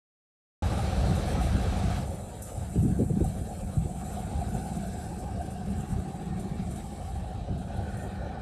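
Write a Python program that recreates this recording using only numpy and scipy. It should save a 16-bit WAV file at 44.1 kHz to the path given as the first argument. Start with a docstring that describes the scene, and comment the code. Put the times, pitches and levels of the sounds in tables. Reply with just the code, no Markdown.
"""A factory yard, where a pellet burner throws a long flame a few metres from a hand-held phone. The flame
rumbles in uneven eddies and rings its fire tube like a big pipe. Air from the blower rushes and whistles. At
about 2 s the sound drops sharply and stays quieter. Pellets rustle down the steel feed chute, and a gust of
wind thumps the microphone. The sound starts abruptly."""
import sys
import numpy as np
from scipy import signal
from scipy.fft import rfft, irfft, next_fast_len
from scipy.io import wavfile
from scipy.ndimage import uniform_filter1d

SR = 44100
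rng = np.random.default_rng(int(sys.argv[2]) if len(sys.argv) > 2 else 0)


def output_pcm(signal):
    """Save a mono or channel-first signal as 16-bit PCM at the path in sys.argv[1].

    Samples are clipped to [-1, 1] before scaling.
    """
    pcm = np.clip(np.atleast_2d(signal).T, -1, 1) * 32767
    wavfile.write(sys.argv[1], SR, np.round(pcm).astype(np.int16))


N = 370881
TIME = np.arange(N) / SR
SIZE = next_fast_len(N, True)
FREQ = np.maximum(np.fft.rfftfreq(SIZE, 1 / SR), 1)
FLICKER_PER_S, SWIRL_DB = 11.8, 2.0  # how fast the flame licks; how much hot air bends the levels

# The levels are high at first, then drop suddenly at about 2 s. # Each row: time in seconds, then the levels of
# rumble, drone, roar and howl in dB.
FIRE_LEVELS = [(.63, -26.5, -36, -42.5, -46.5), (1.1, -28.5, -35.5, -40.5, -44.5),
               (1.95, -28, -36.5, -44.5, -42.5), (2.25, -40.5, -47, -47, -71),
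               (2.55, -39.5, -48.5, -49.5, -49.5), (2.8, -41, -34, -52.5, -52.5),
               (3.25, -32.5, -35.5, -47.5, -50.5), (3.52, -37, -43, -48.5, -53),
               (4.02, -42.5, -38, -52, -47.5), (4.4, -34.5, -39.5, -45.5, -45), (4.75, -37, -36, -52, -43),
               (5.05, -39, -41, -50.5, -47.5), (5.8, -39.5, -38, -55, -47), (6.15, -44, -38.5, -53.5, -47),
               (6.6, -37.5, -34.5, -56, -49.5), (7.05, -40, -46, -52.5, -46.5),
               (7.7, -38, -40, -47.5, -48.5), (8.1, -37.5, -41.5, -45, -47.5),
               (8.41, -39.5, -41.5, -47.5, -50)]
# Big pockets of gas flare up. Each row: peak time and fade in seconds, thud and boom levels in dB.
FLARES = [(1.115, 0.041, -27, -26.5), (1.389, 0.017, -30, -30.5), (1.555, 0.024, -24, -30.5),
          (1.86, 0.034, -28, -30), (2.59, 0.057, -32, -55), (3.41, 0.017, -31, -37),
          (3.65, 0.035, -32, -41), (4.375, 0.023, -27.5, -42), (4.555, 0.018, -43, -31),
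          (4.781, 0.018, -49, -32), (5.36, 0.042, -34.5, -56), (5.7, 0.041, -37, -31),
          (5.781, 0.025, -30, -47), (5.929, 0.01, -29, -33), (5.98, 0.02, -28, -41),
          (6.31, 0.068, -35.5, -35.5), (6.59, 0.043, -47, -37), (6.7, 0.03, -38, -38.5),
          (7.17, 0.016, -32, -44), (7.365, 0.031, -34, -55), (7.515, 0.025, -28.5, -35.5),
          (7.56, 0.042, -41, -35.5), (7.79, 0.04, -31, -42), (7.96, 0.019, -35, -43),
          (8.2, .024, -35.5, -51)]
# The fire tube catches and hoots. Each row: peak time in seconds, level in dB.
HOOTS = [(.8, -40), (1.0, -43), (1.422, -34), (3.25, -41), (3.53, -45), (4.191, -35.5), (4.419, -35),
         (5.289, -36.5), (5.41, -33.5), (6.67, -40), (7.2, -56), (7.79, -37), (7.97, -43), (8.31, -40.5),
         (8.371, -39.5)]
def flame():
    """Pockets of gas ignite: big ones rumble, smaller ones flutter and ring the chamber and the tube."""
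    rumble_db, drone_db, roar_db, howl_db = curves(FIRE_LEVELS)
    flutter = undb(1.7 * walk(42))
    rumble, drone = deep_rumble(), chamber_drone(flutter)
    roar, howl = broad_roar(flutter), tube_howl(flutter)
    thuds = [(s, fade_s, db) for s, fade_s, db, _ in FLARES]
    booms = [(s, fade_s, db) for s, fade_s, _, db in FLARES]
    hoots = [(s, .0094, db) for s, db in HOOTS]
    return (rumble * swells(rumble_db + flicker(1.8), thuds, rise_s=.02)
            + drone * swells(drone_db + flicker(.5), booms, rise_s=.02)
            + roar * undb(roar_db + flicker(2.5))
            + howl * swells(howl_db + flicker(.9), hoots, rise_s=.012))


# The tone of the rumble. Each row: frequency in Hz, relative level in dB.
RUMBLE_TONE = [(20, -55), (30, -10), (43, 0), (64, 3), (95, 4.5), (135, -6.5), (170, -12.5), (235, -20),
               (300, -19), (480, -41), (900, -80)]
def deep_rumble():
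    """Big burning eddies make a deep noise."""
    return steady(colour(noise(), RUMBLE_TONE), span_s=.0517)


# The tone of the chamber. Each row: frequency in Hz, relative level in dB.
DRONE_TONE = [(110, -12), (160, 2.5), (198, 2), (225, -4.5), (270, -15.5), (340, -15), (420, -20),
              (600, -33.5)]
def chamber_drone(flutter):
    """Tiny pops of gas blur into a low hum inside the chamber."""
    pops = grains(rate=2000, scatter_db=1.5) * flutter
    return steady(colour(pops, DRONE_TONE), span_s=.073)


# The tone of the roar. Each row: frequency in Hz, relative level in dB.
ROAR_TONE = [(200, -3), (300, -7), (450, -0.5), (565, 2), (620, -2), (720, -1.5), (840, -4.5), (890, -9),
             (980, -21), (1300, -25), (2500, -34)]
def broad_roar(flutter):
    """More uneven pops blur into a roar, heard through hot air."""
    pops = grains(rate=1800, scatter_db=3) * flutter
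    return steady(swirl(colour(pops, ROAR_TONE), SWIRL_DB), span_s=.25)


# The fire tube's note. Each row: time in seconds, pitch in Hz.
TUBE_PITCH = [(.63, 745), (1.9, 732), (3.1, 731), (4.2, 743), (5.03, 738), (5.14, 817), (5.2, 745),
              (5.27, 789), (5.45, 711), (5.6, 772), (6.08, 727), (6.24, 795), (6.36, 738), (6.55, 803),
              (6.66, 727), (6.85, 768), (7.55, 741), (8.41, 750)]
def tube_howl(flutter):
    """The tube rings with a breathy note that drifts as the flame sways."""
    tube_hz, = curves(TUBE_PITCH)
    wander_hz = 20 * walk(FLICKER_PER_S)
    return steady(whistle(tube_hz + wander_hz, width_hz=100) * flutter, span_s=.086)


# The blower's rush and its whistle. Each row: time in seconds, level in dB.
AIR_LEVELS = [(.63, -41.5), (1.3, -41.5), (1.96, -42), (2.09, -52), (2.22, -55.5), (2.35, -55.5),
              (2.7, -54.5), (3.15, -56.5), (3.3, -54), (3.7, -55.5), (3.93, -55.5), (4.12, -51.5),
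              (4.85, -52.5), (5.5, -55.5), (5.8, -53), (6.7, -55), (7.65, -56.5), (7.8, -54), (8.41, -56)]
WHISTLE_LEVELS = [(.63, -51), (2, -61), (2.2, -54), (3, -62), (4, -59), (6.5, -59), (7, -78)]
# The tones of the rush and the nozzle's hiss. Each row: frequency in Hz, relative level in dB.
AIR_TONE = [(250, -12), (460, 12.5), (650, 11.5), (860, 6.5), (1000, 3), (1200, 6.5), (1600, 5),
            (2030, -1.5), (2300, -2), (2850, -3.5), (4000, -2), (4900, -6), (6500, -9), (14000, -30)]
NOZZLE_TONE = [(3900, -15), (4300, -6), (6000, 15), (7500, -18), (10000, -15), (14000, -21.5)]
# Where the duct rings. Each row: frequency in Hz, width in Hz, boost in dB.
DUCT_RINGS = [(1240, 30, 3), (2310, 170, 4.2), (2660, 110, 4.8), (3250, 220, 2), (3800, 130, 3.6),
              (4020, 110, 3.4), (4300, 50, 2.5), (4960, 70, 2.6)]
def blower():
    """Air rushes through the duct and whistles at its edge."""
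    air_db, = curves(AIR_LEVELS)
    whistle_db, = curves(WHISTLE_LEVELS)
    # The rush drops sharply at about 2 s, then sounds duller and more fluttery.
    drop_db = air_db.max() - air_db
    flutter = undb((.4 + .07 * drop_db) * walk(35))
    swirl_db = 1.3 + .08 * drop_db
    air = colour(swirl(noise(), swirl_db) * flutter, AIR_TONE, DUCT_RINGS) * undb(air_db)
    jet = swirl(spread(noise(), noise(), width=.12), swirl_db)
    hiss = colour(jet, NOZZLE_TONE) * undb(air_db - 20.5 - .74 * drop_db)
    return air + hiss + whistle(732, width_hz=20) * undb(whistle_db)


# One hollow note comes and goes. Each row: time in seconds, relative level in dB, pitch in Hz.
HOLLOW_NOTE = [(3.9, -62, 1470), (4.4, -57, 1470), (4.87, -54.5, 1540), (5.2, -57, 1572),
               (5.6, -57.5, 1567), (6.2, -65, 1540), (6.8, -86, 1539), (7.62, -63, 1540),
               (7.78, -51.5, 1484), (8.1, -50, 1486), (8.41, -56.5, 1500)]
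# Other passing notes. Each row: start and end in seconds, pitch and width in Hz, peak level in dB.
JET_NOTES = [(.2, 2.15, 1240, 190, -55), (.3, 3.15, 944, 22, -64), (1.87, 2.9, 600, 67, -59),
             (3.5, 3.77, 550, 65, -52), (4.0, 5.2, 2280, 260, -68), (4.1, 5.1, 2650, 260, -71),
             (4.5, 5.9, 5000, 1100, -67), (5.3, 6.1, 2740, 250, -67.5), (4.3, 7.44, 354.4, 114, -50),
             (7.85, 8.7, 300, 110, -52), (4.9, 7.5, 1110, 231.5, -62.5), (5.6, 7.5, 1773, 139, -66),
             (6.15, 7.2, 2260, 230, -67), (6.57, 9, 3100, 420, -70), (6.5, 8.8, 3900, 380, -69.5),
             (6.6, 7.25, 5100, 2600, -66.5), (7.6, 8.9, 2380, 280, -67.5), (7.65, 8.5, 1745, 150, -60.5),
             (7.8, 9.4, 1190, 260, -59.5)]
def jet_overtones():
    """As the flame sways, hollow notes of the jet swell, waver and die away."""
    hollow_db, hollow_hz = curves(HOLLOW_NOTE)
    fade_in = np.clip((TIME - HOLLOW_NOTE[0][0]) / .18, 0, 1)
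    out = whistle(hollow_hz, width_hz=144) * undb(hollow_db - 3.5 + walk(25)) * fade_in
    bend = 1 + .014 * walk(3)
    for start, end, hz, width_hz, db in JET_NOTES:
        progress = np.clip((TIME - start) / (end - start), 0, 1)
        arch = np.sqrt(4 * progress * (1 - progress))
        out += whistle(hz * bend, width_hz) * undb(db + 1.8 * walk(22)) * arch
    return swirl(out, SWIRL_DB)


# The flow of pellets. Each row: time in seconds, rustle level in dB.
FEED_LEVELS = [(.63, -58), (1.3, -55), (2.25, -56), (2.39, -59.5), (2.55, -55.5), (3.9, -57), (4.13, -54),
               (4.35, -56), (4.85, -54), (5.35, -62.5), (5.85, -58.5), (6.1, -62.5), (6.65, -62),
               (6.76, -57.5), (7.12, -61.5), (7.25, -62.5), (7.5, -72), (7.62, -67.5), (8.02, -60.5),
               (8.2, -71)]
# The tones of the rustle and its finer grit. Each row: frequency in Hz, relative level in dB.
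RUSTLE_TONE = [(3000, -38), (5200, -33), (6700, 0), (7500, 9), (8500, 9.5), (9400, 4.5), (10200, -21),
               (12000, -23), (14000, -31)]
GRIT_TONE = [(4300, -59), (5600, 4.5), (6600, 2), (8000, -19), (9500, 12), (10700, 10), (11500, 9.5),
             (12100, 2), (12700, 5), (13400, 4.5), (14300, -14)]
# Where the chute rings. Each row: frequency in Hz, width in Hz, boost in dB.
CHUTE_RINGS = [(7280, 110, 2.5), (7960, 200, 2), (8037, 30, 4.5)]
def pellet_rustle(width):
    """Countless pellets tap along the steel chute in uneven spurts and make it ring."""
    flow_db, = curves(FEED_LEVELS)
    rustle_db = flow_db + .8 * walk(17)
    taps = spread(grains(rate=4500, scatter_db=1), noise(), width) * undb(walk(45))
    rustle = colour(taps, RUSTLE_TONE, CHUTE_RINGS) * undb(rustle_db)
    grit_db = flow_db.max() + 1.16 * (rustle_db - flow_db.max()) - 4.5  # drops faster than the rustle
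    grit = colour(taps, GRIT_TONE) * undb(grit_db + 1.4 * walk(25))
    ring = whistle(8000, width_hz=160) * undb(rustle_db - 12.5 + 4.8 * walk(12))
    return rustle + grit + ring


# Sudden slips. Each row: start in seconds, level in dB, fade in seconds.
SLIPS = [(.775, -52, 0.11), (1.148, -47.5, 0.041), (1.409, -47, 0.051), (1.905, -55, 0.022),
         (2.0, -57, 0.034), (2.418, -45, 0.094), (2.823, -48, 0.023), (3.239, -50, 0.098),
         (4.558, -48, 0.011), (5.186, -51, 0.039), (5.411, -54, 0.038), (5.455, -55, 0.024),
         (5.503, -51.5, 0.038), (5.804, -49, 0.016), (6.255, -52, 0.01), (6.394, -48, 0.03),
         (6.706, -50.5, 0.036), (6.757, -51, 0.015), (7.575, -59, 0.1), (7.764, -56, 0.021),
         (7.968, -51, 0.021), (8.022, -56, .015)]
# The tones of a slip and of its first tick. Each row: frequency in Hz, relative level in dB.
SLIP_TONE = [(3000, -50), (5800, 4), (7500, 12), (9000, 13.5), (11500, 7), (14000, -7)]
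TICK_TONE = [(6000, -20), (9000, 6), (11500, -2), (14000, -4)]
def pellet_slips(width, rise_s=.0037, tick_fade_s=.0066):
    """Pellets slip in a rush; two hard slips open with a bright tick of first contact."""
    rush, contact = np.zeros(N), np.zeros(N)
    for s, db, fade_s in SLIPS:
        age = np.maximum(TIME - s, 0)
        rush += undb(db) * np.minimum(age / rise_s, 1) * np.exp(-age / fade_s)
    for s, db in [(2.423, -39), (3.244, -44)]:
        contact += undb(db) * (TIME > s) * np.exp(-np.abs(TIME - s) / tick_fade_s)
    slide = spread(grains(rate=11000, scatter_db=1), noise(), width)
    tick = spread(noise(), noise(), width)
    return colour(slide, SLIP_TONE) * rush + colour(tick, TICK_TONE) * contact


# Puffs of wind. Each row: start and length in seconds, level in dB, upper edge of the sound in Hz.
BUFFETS = [(2.754, 0.026, -25.5, 414), (2.771, 0.045, -20.5, 147), (2.826, 0.03, -22.5, 280),
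           (2.848, 0.064, -26, 405), (2.921, 0.0094, -26, 224), (2.953, 0.026, -28, 200),
           (2.987, 0.044, -21.5, 567), (3.04, 0.047, -35, 178), (3.098, 0.017, -25, 520),
           (3.103, 0.01, -20.5, 199), (3.128, 0.018, -26, 200), (3.166, 0.0082, -24, 340),
           (3.204, 0.02, -22.5, 516), (3.221, 0.017, -25.5, 127), (3.249, 0.064, -30.5, 140),
           (3.768, 0.029, -20.5, 147), (3.8, 0.032, -29, 192), (3.847, 0.018, -29, 397)]
# The tone of the gust. Each row: frequency in Hz, relative level in dB.
GUST_TONE = [(35, -8), (55, -3.5), (110, -2), (175, -0.5), (250, -5), (400, -7.5), (600, -14.5)]
def wind(rise_s=.003, fall_s=.0059):
    """Each eddy of a gust shakes the microphone in a short, dull burst; faster eddies reach higher."""
    gust, out = colour(noise(), GUST_TONE), np.zeros(N)
    for s, length_s, db, edge_hz in BUFFETS:
        near = slice(int(s * SR) - SR // 4, int(s * SR) + SR // 4)
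        age = TIME[near] - s
        lowpass = signal.butter(8, edge_hz, fs=SR, output="sos")
        eddy = signal.sosfilt(lowpass, np.roll(gust, rng.integers(N))[near])
        burst = np.clip(age / rise_s, 0, 1) * np.exp(-np.maximum(age - length_s, 0) / fall_s)
        out[near] += steady(eddy, span_s=.0194) * burst * undb(db)
    return signal.sosfilt(signal.butter(3, 35, "highpass", fs=SR, output="sos"), out)


def wall_echo(x, delay_ms, sway_ms, echo_db):
    """Add a bounce off nearby steel; its path drifts as the hand sways, slowly shifting the tone."""
    lag_s = (delay_ms + sway_ms * walk(.5)) / 1000
    return x + undb(echo_db) * np.interp(TIME - lag_s, TIME, x.mean(axis=0))


def swirl(x, depth_db, patch_hz=260, patch_s=.06):
    """Sound crosses eddies of hot air, so small patches of its spectrum swell and fade on their own."""
    hz, s, spectrum = signal.stft(x, SR, nperseg=1024)
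    across = np.fft.fftfreq(len(hz), hz[1]) * patch_hz
    along = np.fft.fftfreq(len(s), s[1]) * patch_s
    blur = np.exp(-2 * (across[:, None] ** 2 + along ** 2))
    patches = unit(np.fft.ifft2(np.fft.fft2(rng.standard_normal(blur.shape)) * blur).real)
    gain = undb(np.interp(s, TIME, depth_db * np.ones(N)) * patches)
    return signal.istft(spectrum * gain / np.sqrt(np.mean(gain ** 2, axis=0)), SR)[1][..., :N]


def swells(level_db, events, rise_s):
    """The gain of a running level with short swells on top; their powers add."""
    power = undb(level_db) ** 2
    for s, fade_s, db in events:
        age = TIME - s
        distance = age / np.where(age < 0, rise_s, fade_s)
        power += undb(db) ** 2 * np.exp(-np.minimum(distance ** 2, 100))
    return np.sqrt(power)


def flicker(depth_db):
    """A level in dB that wavers as the flame licks about."""
    return depth_db * walk(FLICKER_PER_S)


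def whistle(hz, width_hz):
    """Noise ringing around one pitch, which may move; wider is breathier."""
    ring = np.fft.ifft(rfft(noise(), SIZE) / (1 + (FREQ / width_hz) ** 2) ** 2, SIZE)[:N].real
    other = np.roll(ring, N // 2)
    phase = 2 * np.pi * np.cumsum(hz * np.ones(N)) / SR
    return unit(ring * np.cos(phase) + other * np.sin(phase))


def colour(x, tone, rings=()):
    """Give x a broad tone with ringing peaks on top, at strength one."""
    hz, db = np.transpose(tone)
    peaks_db = sum(boost / (1 + (2 * (FREQ - centre) / width) ** 2) for centre, width, boost in rings)
    shape_db = np.interp(np.log(FREQ), np.log(hz), db) + peaks_db
    roll_off = np.minimum(FREQ / hz[0], 1) ** 2 * np.minimum(hz[-1] / FREQ, 1) ** 2
    return unit(irfft(rfft(x, SIZE) * undb(shape_db) * roll_off, SIZE)[..., :N])


def grains(rate, scatter_db):
    """Random clicks of mixed sizes, about rate a second."""
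    hits = rng.random(N) < rate / SR
    return unit(hits * np.sign(noise()) * undb(scatter_db * np.clip(noise(), -2, 2)))


def steady(x, span_s):
    """Even out the loudness over span_s, keeping faster flutter."""
    return x / np.sqrt(uniform_filter1d(x ** 2, max(int(span_s * SR), 2)) + 1e-9)


def spread(centre, apart, width):
    """Left and right from a shared sound and an unrelated one."""
    return (centre + width * apart * np.array([[1], [-1]])) / np.hypot(1, width)


def walk(rate):
    """A smooth random wobble of strength one, changing about rate times a second."""
    return unit(irfft(rfft(noise(), SIZE) / (1 + (FREQ / rate) ** 2) ** 2, SIZE)[:N])


def curves(table):
    """Join a table's timed rows with straight lines, one curve per value column."""
    s, *columns = np.transpose(table)
    return [np.interp(TIME, s, column) for column in columns]


def noise():
    """White noise."""
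    return rng.standard_normal(N)


def unit(x):
    """Scale to an average strength (rms) of one."""
    return x / np.sqrt(np.mean(x ** 2))


def undb(db):
    """Decibels to gain."""
    return 10 ** (np.asarray(db) / 20)


def scene():
    """Flame, blower and wind sit in the centre; only the nozzle's hiss and the pellets spread out."""
    burner = flame() + blower() + jet_overtones()
    yard = wall_echo(burner, delay_ms=15.5, sway_ms=.34, echo_db=-13.5) + wind()
    pellets = pellet_rustle(width=.53) + pellet_slips(width=.53)
    return yard + swirl(pellets, SWIRL_DB)


def record(dry, start_s=.622, ceiling=.26, top_hz=14200):
    """The phone opens abruptly, rounds off the loudest peaks and cuts the highest treble."""
    rounded = dry / (1 + (dry / ceiling) ** 4) ** .25
    opening = np.clip((TIME - start_s) / .0015, 0, 1)
    return signal.sosfilt(signal.ellip(12, .2, 80, top_hz, fs=SR, output="sos"), rounded * opening)


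dry = scene()
out = record(dry)
output_pcm(out)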